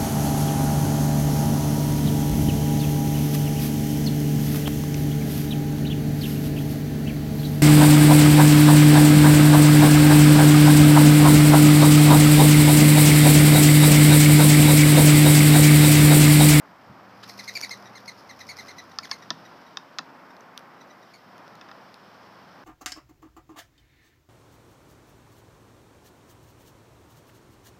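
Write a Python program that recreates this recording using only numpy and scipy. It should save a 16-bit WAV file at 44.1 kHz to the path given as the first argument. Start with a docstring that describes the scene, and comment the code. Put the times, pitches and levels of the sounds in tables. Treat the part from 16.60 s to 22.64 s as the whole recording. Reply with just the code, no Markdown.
"""A dove takes off from a backyard feeder and recedes, at about twelve wingbeats a second at first.
Its flight feathers flutter and whistle on the downstrokes, air swishes through them, and the wings
clap on some upstrokes. Close by, a woodpecker strikes the wooden feeder, ringing its boards, and
cracks seeds. Both birds echo off a house wall. Behind them: a wash of far traffic, open-air hiss,
the drone of a distant engine and one soft low bump."""
import sys
import numpy as np
from scipy import signal
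from scipy.fft import rfft, irfft, next_fast_len
from scipy.io import wavfile

SR = 44100
rng = np.random.default_rng(int(sys.argv[2]) if len(sys.argv) > 2 else 0)


def materialize(psi):
    """Save the field psi as 16-bit PCM at rate SR to the path in sys.argv[1].

    A 1-D psi becomes a single channel; in a 2-D psi each row is a channel.
    """
    bounded = np.clip(np.atleast_2d(psi).T, -1, 1)
    quanta = np.round(bounded * 32767).astype(np.int16)
    wavfile.write(sys.argv[1], SR, quanta)


N = 266319

# Downstrokes: (time [s], length [s], level [dB], top pitch [Hz], pitch fall [share], fade [dB])
WINGBEATS = [ (.694, 0.013, -34.5, 2150, .1, 22), (.788, 0.024, -33, 2130, 0.16, 11),
             (0.875, 0.0236, -36, 2143, 0.11, -2), (0.952, 0.0251, -31.5, 2384, .09, -2),
             (1.024, 0.027, -31.5, 2297, 0.14, 1.5), (1.107, 0.036, -32.5, 2136, 0.14, 9),
             (1.253, 0.026, -48.5, 1970, 0.11, 2.5), (1.351, 0.033, -44.5, 2144, 0.19, 2),
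             (1.477, 0.023, -34.5, 2192, 0.12, 5.5), (1.691, 0.025, -46.5, 2105, 0.15, -3.5),
             (1.804, .016, -39, 2056, 0.11, 1.5), (1.888, .036, -34.5, 2234, 0.13, 9),
             (1.984, 0.028, -39, 2103, 0.14, 2), (2.081, .038, -39, 2127, 0.11, 11),
             (2.18, 0.027, -39, 2000, .03, 9.5), (2.313, 0.009, -54.5, 1950, .03, -5),
             (2.427, 0.03, -45, 2226, 0.31, -5), (2.508, .036, -38, 2223, 0.127, 5.5),
             (2.621, 0.018, -44.5, 1920, .04, 12), (2.85, 0.017, -48.5, 1940, .04, 5),
             (3.063, 0.011, -56, 1940, .05, -2), (3.702, 0.013, -54, 1880, .06, 4),
             (4.205, .014, -56.5, 2010, 0.074, -8.5), (4.298, 0.02, -57, 1960, .02, -3),
             (4.425, .012, -55, 1900, .03, 1), (4.535, .028, -50, 2285, .05, 4)]
# Laboured take-off, then easy flight with spurts: (time [s], effort [0-1])
WING_EFFORT = [(.7, 0.92), (.8, 0.4), (.95, 0.4), (1.03, 0.34), (1.12, 0.2), (1.5, 0), (2.45, 0.42), (3, 0),
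               (4.4, 0), (4.55, 0.4)]
# Air through feathers: (frequency [Hz], level [dB])
SWISH_SPECTRUM = [(150, -25), (700, -3.5), (1400, -21.5), (2400, -3.5), (3000, -19), (5200, -1),
                  (6500, -13.5), (7800, -24.5), (13000, -18), (16000, -27)]
def dove():
    """Each wingbeat pushes air, whistles and rustles; effort makes it rougher and airier."""
    push_spread_s, rustle_spread_s = 0.01, 0.11
    whistles, swishes = np.zeros(N), []
    for s, length_s, db, top_hz, fall, fade_db in WINGBEATS:
        effort = np.interp(s, *np.transpose(WING_EFFORT))
        add(whistles, s, feather_whistle(length_s, db, top_hz, fall, fade_db, rough=0.17 + 0.42 * effort))
        swishes.append((s, db - 24.5 + 10 * effort, push_spread_s))
        swishes.append((s, db - 32.5, rustle_spread_s))
    return whistles + puffs(swishes, SWISH_SPECTRUM) * gain_of(3.9 * wander(130))


# How loud the whistle's harmonics sound at each frequency: (frequency [Hz], level [dB])
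WHISTLE_HARMONIC_LEVELS = [(1900, 2), (2300, 0), (3800, -2), (4500, 0.5), (5900, -3.5), (6500, -8.5),
                           (7200, -15), (7800, -35), (8600, -15), (9700, -31), (11000, -18), (15500, -45)]
def feather_whistle(length_s, db, top_hz, fall, fade_db, rough, size=3000):
    """A flight feather flutters during the downstroke; its pitch arches with wing speed."""
    top_at, climb_share = 0.298, 0.1235
    t = np.arange(size) / SR
    stroke = np.minimum(t / length_s, 1)
    climb = climb_share * np.clip(1 - stroke / top_at, 0, 1) ** 2
    sag = fall * np.clip((stroke - top_at) / (1 - top_at), 0, 1) ** 2
    hz = top_hz * (1 - climb - sag)
    jitter = 0.085 * rough * wander(420, size)
    turns = np.cumsum(hz * (1 + jitter)) / SR
    throb = gain_of(12 * rough * np.tanh(wander(230, size)))  # the feather catches and slips
    tone = np.zeros(size)
    for k in range(1, 8):
        harmonic_db = read(WHISTLE_HARMONIC_LEVELS, k * hz) + 5.1 * rough * wander(530, size)
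        tone += gain_of(harmonic_db) * np.sin(2 * np.pi * (k * turns + rng.random()))
    gate = np.clip(t / 0.0048, 0, 1) * np.clip((length_s - t) / 0.00082, 0, 1)
    wake = np.clip(t / 0.0014, 0, 1) * np.exp(-np.maximum(t - length_s, 0) / 0.016)  # outlasts the tone
    turbulence = (0.099 + 0.38 * rough) * wake * noise(SWISH_SPECTRUM, size)
    return gain_of(db - fade_db * stroke) * (gate * evened(throb * tone) + turbulence)


# Wing contacts: (time [s], level [dB], spread [s])
WING_CLAPS = [(.842, -43, 0.0041), (.9415, -53, 0.0013), (1.0138, -23, 0.00056), (1.0955, -34.5, 0.001),
              (1.176, -48.5, .0008), (1.46, -48, 0.0021), (1.59, -55.5, 0.013), (1.97, -37.5, 0.00091),
              (2.497, -48, .0014)]
# Wing contact: (frequency [Hz], level [dB])
CLAP_SPECTRUM = [(150, -45), (700, -8), (1600, -7), (3000, -17.5), (5200, 3), (6800, -15.5), (8000, -28),
                 (11000, -17.5), (16000, -26)]
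# First flap: (frequency [Hz], level [dB])
LAUNCH_SPECTRUM = [(200, -19), (900, 5), (1450, 11), (2200, -2), (3200, 5), (5200, 3.5), (7500, -13),
                   (16000, -24)]
def wing_claps(launch_s=0.639, launch_db=-40.5, launch_spread_s=0.0057):
    """The wings meet or brush on some upstrokes, after a duller first flap."""
    claps = puffs(WING_CLAPS, CLAP_SPECTRUM)
    return claps + puffs([(launch_s, launch_db, launch_spread_s)], LAUNCH_SPECTRUM)


# Beak blows: (time [s], crack [dB], resonance [Hz], rebound re crack [dB], feeder shake [dB])
BEAK_BLOWS = [(2.3871, -18.5, 4600, -33, -71), (2.514, -17.5, 4530, -15, -57),
              (2.7047, -16.5, 3590, -12.5, -32), (3.1714, -22, 3630, -43, -64),
              (3.3861, -20, 4150, -6, -37.5), (5.0125, -40.5, 2950, -16, -59), (5.088, -50, 1300, -12, -71),
              (5.1145, -42, 3970, -28, -70)]
# Low modes of the whole feeder: (frequency [Hz], level [dB], t60 [s])
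FEEDER_MODES = [(157.6, -14, 0.42), (219, -2, 0.068), (262, -19, 0.53), (312, -3, 0.063), (670, 9, 0.02),
                (980, 1, 0.06)]
def woodpecker(rebound_s=0.004, boards_db=-21.5):
    """The beak lands, then lands again as the feeder gives and shakes."""
    pecks = np.zeros(N)
    for s, crack_db, hz, rebound_db, shake_db in BEAK_BLOWS:
        add(pecks, s, beak_contact(crack_db, hz, boards_db))
        rebound = beak_contact(crack_db + rebound_db, hz, boards_db + 6)
        add(pecks, s + rebound_s, rebound + gain_of(shake_db) * ring(FEEDER_MODES))
    return pecks


# Beak on wood: (frequency [Hz], level [dB])
CRACK_SPECTRUM = [(100, -65), (500, -53), (1000, 1.5), (2200, -11), (2900, -7.5), (3500, 2), (4200, -7),
                  (5000, 4.5), (5900, -2), (7000, -17), (7800, -37), (8700, -31), (9800, -39), (11300, -28),
                  (16000, -49)]
# Modes of the boards: (frequency [Hz], level [dB], t60 [s])
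BOARD_MODES = [(640, -41, 0.022), (797, -9.5, 0.054), (1070, 0, 0.027), (1322, -1, 0.03),
               (1452, 2.5, 0.013), (1783, 1, 0.021), (1834, -25, 0.12), (2620, -6.5, 0.024),
               (3590, 0.5, 0.0083), (5460, -17, 0.013)]
def beak_contact(crack_db, hz, ring_db):
    """A crack over ringing boards; the ring grows less than the crack, so hard blows are brighter."""
    sound = gain_of(ring_db + 0.47 * crack_db) * ring(BOARD_MODES)
    add(sound, 0, gain_of(crack_db) * snap(CRACK_SPECTRUM, hz, lift_db=8.5, t60_s=0.015, scatter=0.9))
    return sound


# Seed snaps: (time [s], level [dB], resonance [Hz])
SEED_SNAPS = [(3.767, -49, 4500), (3.808, -48, 6100), (3.9768, -29.5, 3940), (3.993, -48, 11000),
              (4.781, -50, 12000), (4.8793, -47.5, 5700), (4.954, -48.5, 7260), (5.3428, -41.5, 2650)]
# Seed husk: (frequency [Hz], level [dB])
HUSK_SPECTRUM = [(100, -39), (800, -8), (2000, -2.5), (4000, 7.5), (5600, 6.5), (7500, -8), (12000, -10.5),
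                 (16000, -13)]
def seeds():
    """The beak cracks and nudges seeds."""
    snaps = np.zeros(N)
    for s, db, hz in SEED_SNAPS:
        add(snaps, s, gain_of(db) * snap(HUSK_SPECTRUM, hz, lift_db=11.5, t60_s=0.0042, scatter=1.0))
    return snaps


# Far traffic: (frequency [Hz], density [dB])
TRAFFIC_SPECTRUM = [(18, -76), (30, -32), (76, -32), (96, -14.5), (162, 0), (225, -2), (276, 1.5),
                    (303, -3.5), (339, -1.5), (379, -5), (548, -2), (809, -1), (1070, -0.5), (1550, -5),
                    (2500, -15.5), (3250, -29.5), (5500, -120)]
# Open-air hiss: (frequency [Hz], density [dB])
HISS_SPECTRUM = [(1500, -0.5), (2300, -7), (3000, 1), (4000, -3.5), (5300, 1), (6200, -11), (7200, -24.5),
                 (9000, -23.5), (16000, -24.5)]
# Slow background swell: (time [s], level [dB])
AIR_SWELL = [(0, -0.9), (.5, -0.16), (.75, 0.3), (2.2, .1), (2.8, 1), (3.5, -.5), (4.1, -0.77), (4.9, 0.34),
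             (6.04, .5)]
def open_air():
    """A low wash of far traffic and a thin hiss swell together, the hiss more deeply."""
    swell_db, = follow(AIR_SWELL)
    traffic = noise(TRAFFIC_SPECTRUM) * gain_of(-50 + swell_db + 1.2 * wander(2.5))
    hiss = noise(HISS_SPECTRUM) * gain_of(-62.5 + 3.9 * swell_db + 0.89 * wander(37))
    return traffic + hiss


# Engine run: (time [s], cycle rate [Hz], level [dB])
ENGINE_RUN = [(0, 25.8, -66.5), (.65, 28.36, -59), (1.55, 28.8, -63), (1.85, 31.03, -58.5),
              (2.5, 31.3, -63), (2.8, 28.3, -63.5), (3.1, 26.18, -75), (4.0, 27.78, -77),
              (4.8, 28.4, -67.5), (6.04, 27.4, -65)]
# Exhaust resonances: (frequency [Hz], gain [dB])
EXHAUST_RESPONSE = [(75, -9), (86, -15), (92, -3), (103, -10.5), (115, -1), (124, -9), (192, -2.5),
                    (200, 2.5), (215, -6.5)]
def engine():
    """Three wavering orders of a far engine, each louder when it meets an exhaust resonance."""
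    cycle_hz, db = follow(ENGINE_RUN)
    turns = np.cumsum(cycle_hz * (1 + 0.0053 * wander(45))) / SR
    drone = np.zeros(N)
    for order in (3, 4, 7):
        order_db = db + read(EXHAUST_RESPONSE, order * cycle_hz) + 0.41 * order * wander(23)
        drone += np.sqrt(2) * gain_of(order_db) * np.sin(2 * np.pi * order * turns)
    return drone


# Low bump: (frequency [Hz], level [dB])
BUMP_SPECTRUM = [(50, -38), (85, 0), (125, -3), (165, 0), (220, -4), (500, -48), (1500, -80)]
def bump(time_s=0.3, db=-48.5, spread_s=0.024):
    """One soft puff of low noise."""
    return puffs([(time_s, db, spread_s)], BUMP_SPECTRUM)


# Microphone self-noise: (frequency [Hz], density [dB])
MIC_SPECTRUM = [(3000, 8), (7500, -2), (9500, -8.5), (12000, -4), (14500, 0), (16000, -9)]
def microphone_hiss():
    """The microphone's own steady noise."""
    return gain_of(-68) * noise(MIC_SPECTRUM)


def yard(sound, wall_db, tail_db, t60_s, wall_s=0.024, size=22000):
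    """The house wall returns one echo; deck and fences scatter a short tail."""
    t = np.arange(size) / SR
    tail = rng.standard_normal(size) * gain_of(-60 * t / t60_s) * np.clip(t / 0.01, 0, 1)
    echoes = gain_of(tail_db) * tail / np.linalg.norm(tail)
    add(echoes, wall_s, gain_of([wall_db]))
    return sound + signal.fftconvolve(sound, echoes)[:N]


def ring(modes, size=12000):
    """Decaying modes; each spot struck rings a little differently."""
    t = np.arange(size) / SR
    detunings = 1 + rng.uniform(-0.012, 0.012, len(modes))
    sound = sum(gain_of(db - 60 * t / t60_s) * np.sin(2 * np.pi * (hz * detune * t + rng.random()))
                for (hz, db, t60_s), detune in zip(modes, detunings))
    lowest_hz = modes[0][0]
    return sound * (1 - np.exp(-t * lowest_hz / 0.45))  # builds in about half a cycle


def snap(spectrum, resonance_hz, lift_db, t60_s, scatter, size=2048):
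    """An impulse and its decaying scatter through one resonance; energy of 1 ms at rms 1."""
    t, hz = np.arange(size) / SR, abs(np.fft.fftfreq(size, 1 / SR))
    resonance_db = lift_db / (1 + ((hz / resonance_hz - 1) / 0.071) ** 2)
    log_gain = np.log(gain_of(read(spectrum, hz) + resonance_db))
    response = np.fft.ifft(np.exp(np.conj(signal.hilbert(log_gain)))).real  # minimum phase
    impulse = evened(1.0 * (t == 0))
    force = impulse + scatter * evened(rng.standard_normal(size) * gain_of(-60 * t / t60_s))
    return evened(signal.fftconvolve(force, response)[:size]) * np.sqrt(SR / 1000 / size)


def puffs(rows, spectrum):
    """Noise under one Gaussian swell per row."""
    envelope = np.zeros(N)
    for s, db, spread_s in rows:
        reach_s = 4 * spread_s
        t = np.arange(-reach_s, reach_s, 1 / SR)
        add(envelope, s - reach_s, gain_of(db) * np.exp(-0.5 * (t / spread_s) ** 2))
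    return noise(spectrum) * envelope


def noise(spectrum, size=N):
    """Shaped noise, rms 1."""
    n = next_fast_len(size)
    gain = gain_of(read(spectrum, np.fft.rfftfreq(n, 1 / SR)))
    return evened(irfft(rfft(rng.standard_normal(n)) * gain, n)[:size])


def wander(rate_hz, size=N):
    """Random drift low-passed at rate_hz, rms 1."""
    n = next_fast_len(size)
    lowpass = 1 / (1 + (np.fft.rfftfreq(n, 1 / SR) / rate_hz) ** 4)
    return evened(irfft(rfft(rng.standard_normal(n)) * lowpass, n)[:size])


def follow(curve):
    """Each column of a control curve, per sample."""
    s, *columns = np.transpose(curve)
    return [np.interp(np.arange(N) / SR, s, column) for column in columns]


def read(spectrum, hz):
    """Level in dB, interpolated over log frequency."""
    points_hz, db = np.transpose(spectrum)
    return np.interp(np.log(hz + 1), np.log(points_hz + 1), db)


def add(mix, s, sound):
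    """Mixes a sound in at time s."""
    part = mix[max(round(s * SR), 0):][:len(sound)]
    part += sound[:len(part)]


def gain_of(db):
    """Decibels to amplitude."""
    return 10 ** (np.asarray(db) / 20)


def evened(x):
    """Scales to rms 1."""
    return x / np.sqrt(np.mean(x ** 2) + 1e-20)


def scene():
    """The dove is out in the yard; the woodpecker is close and nearly dry."""
    wings = yard(dove() + wing_claps(), wall_db=-15, tail_db=-11.5, t60_s=0.098)
    pecks = yard(woodpecker() + seeds(), wall_db=-33, tail_db=-20, t60_s=0.16)
    return (wings + pecks + open_air() + microphone_hiss() + engine() + bump())[None]


def record(dry):
    """Low cut and band limit."""
    low_cut_hz, edge_hz = 55, 15550
    low_cut = signal.butter(2, low_cut_hz, "highpass", fs=SR, output="sos")
    band_limit = signal.firwin(511, edge_hz, window=("kaiser", 9), fs=SR)
    return signal.oaconvolve(signal.sosfilt(low_cut, dry), band_limit[None], "same")


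dry = scene()
out = record(dry)
materialize(out)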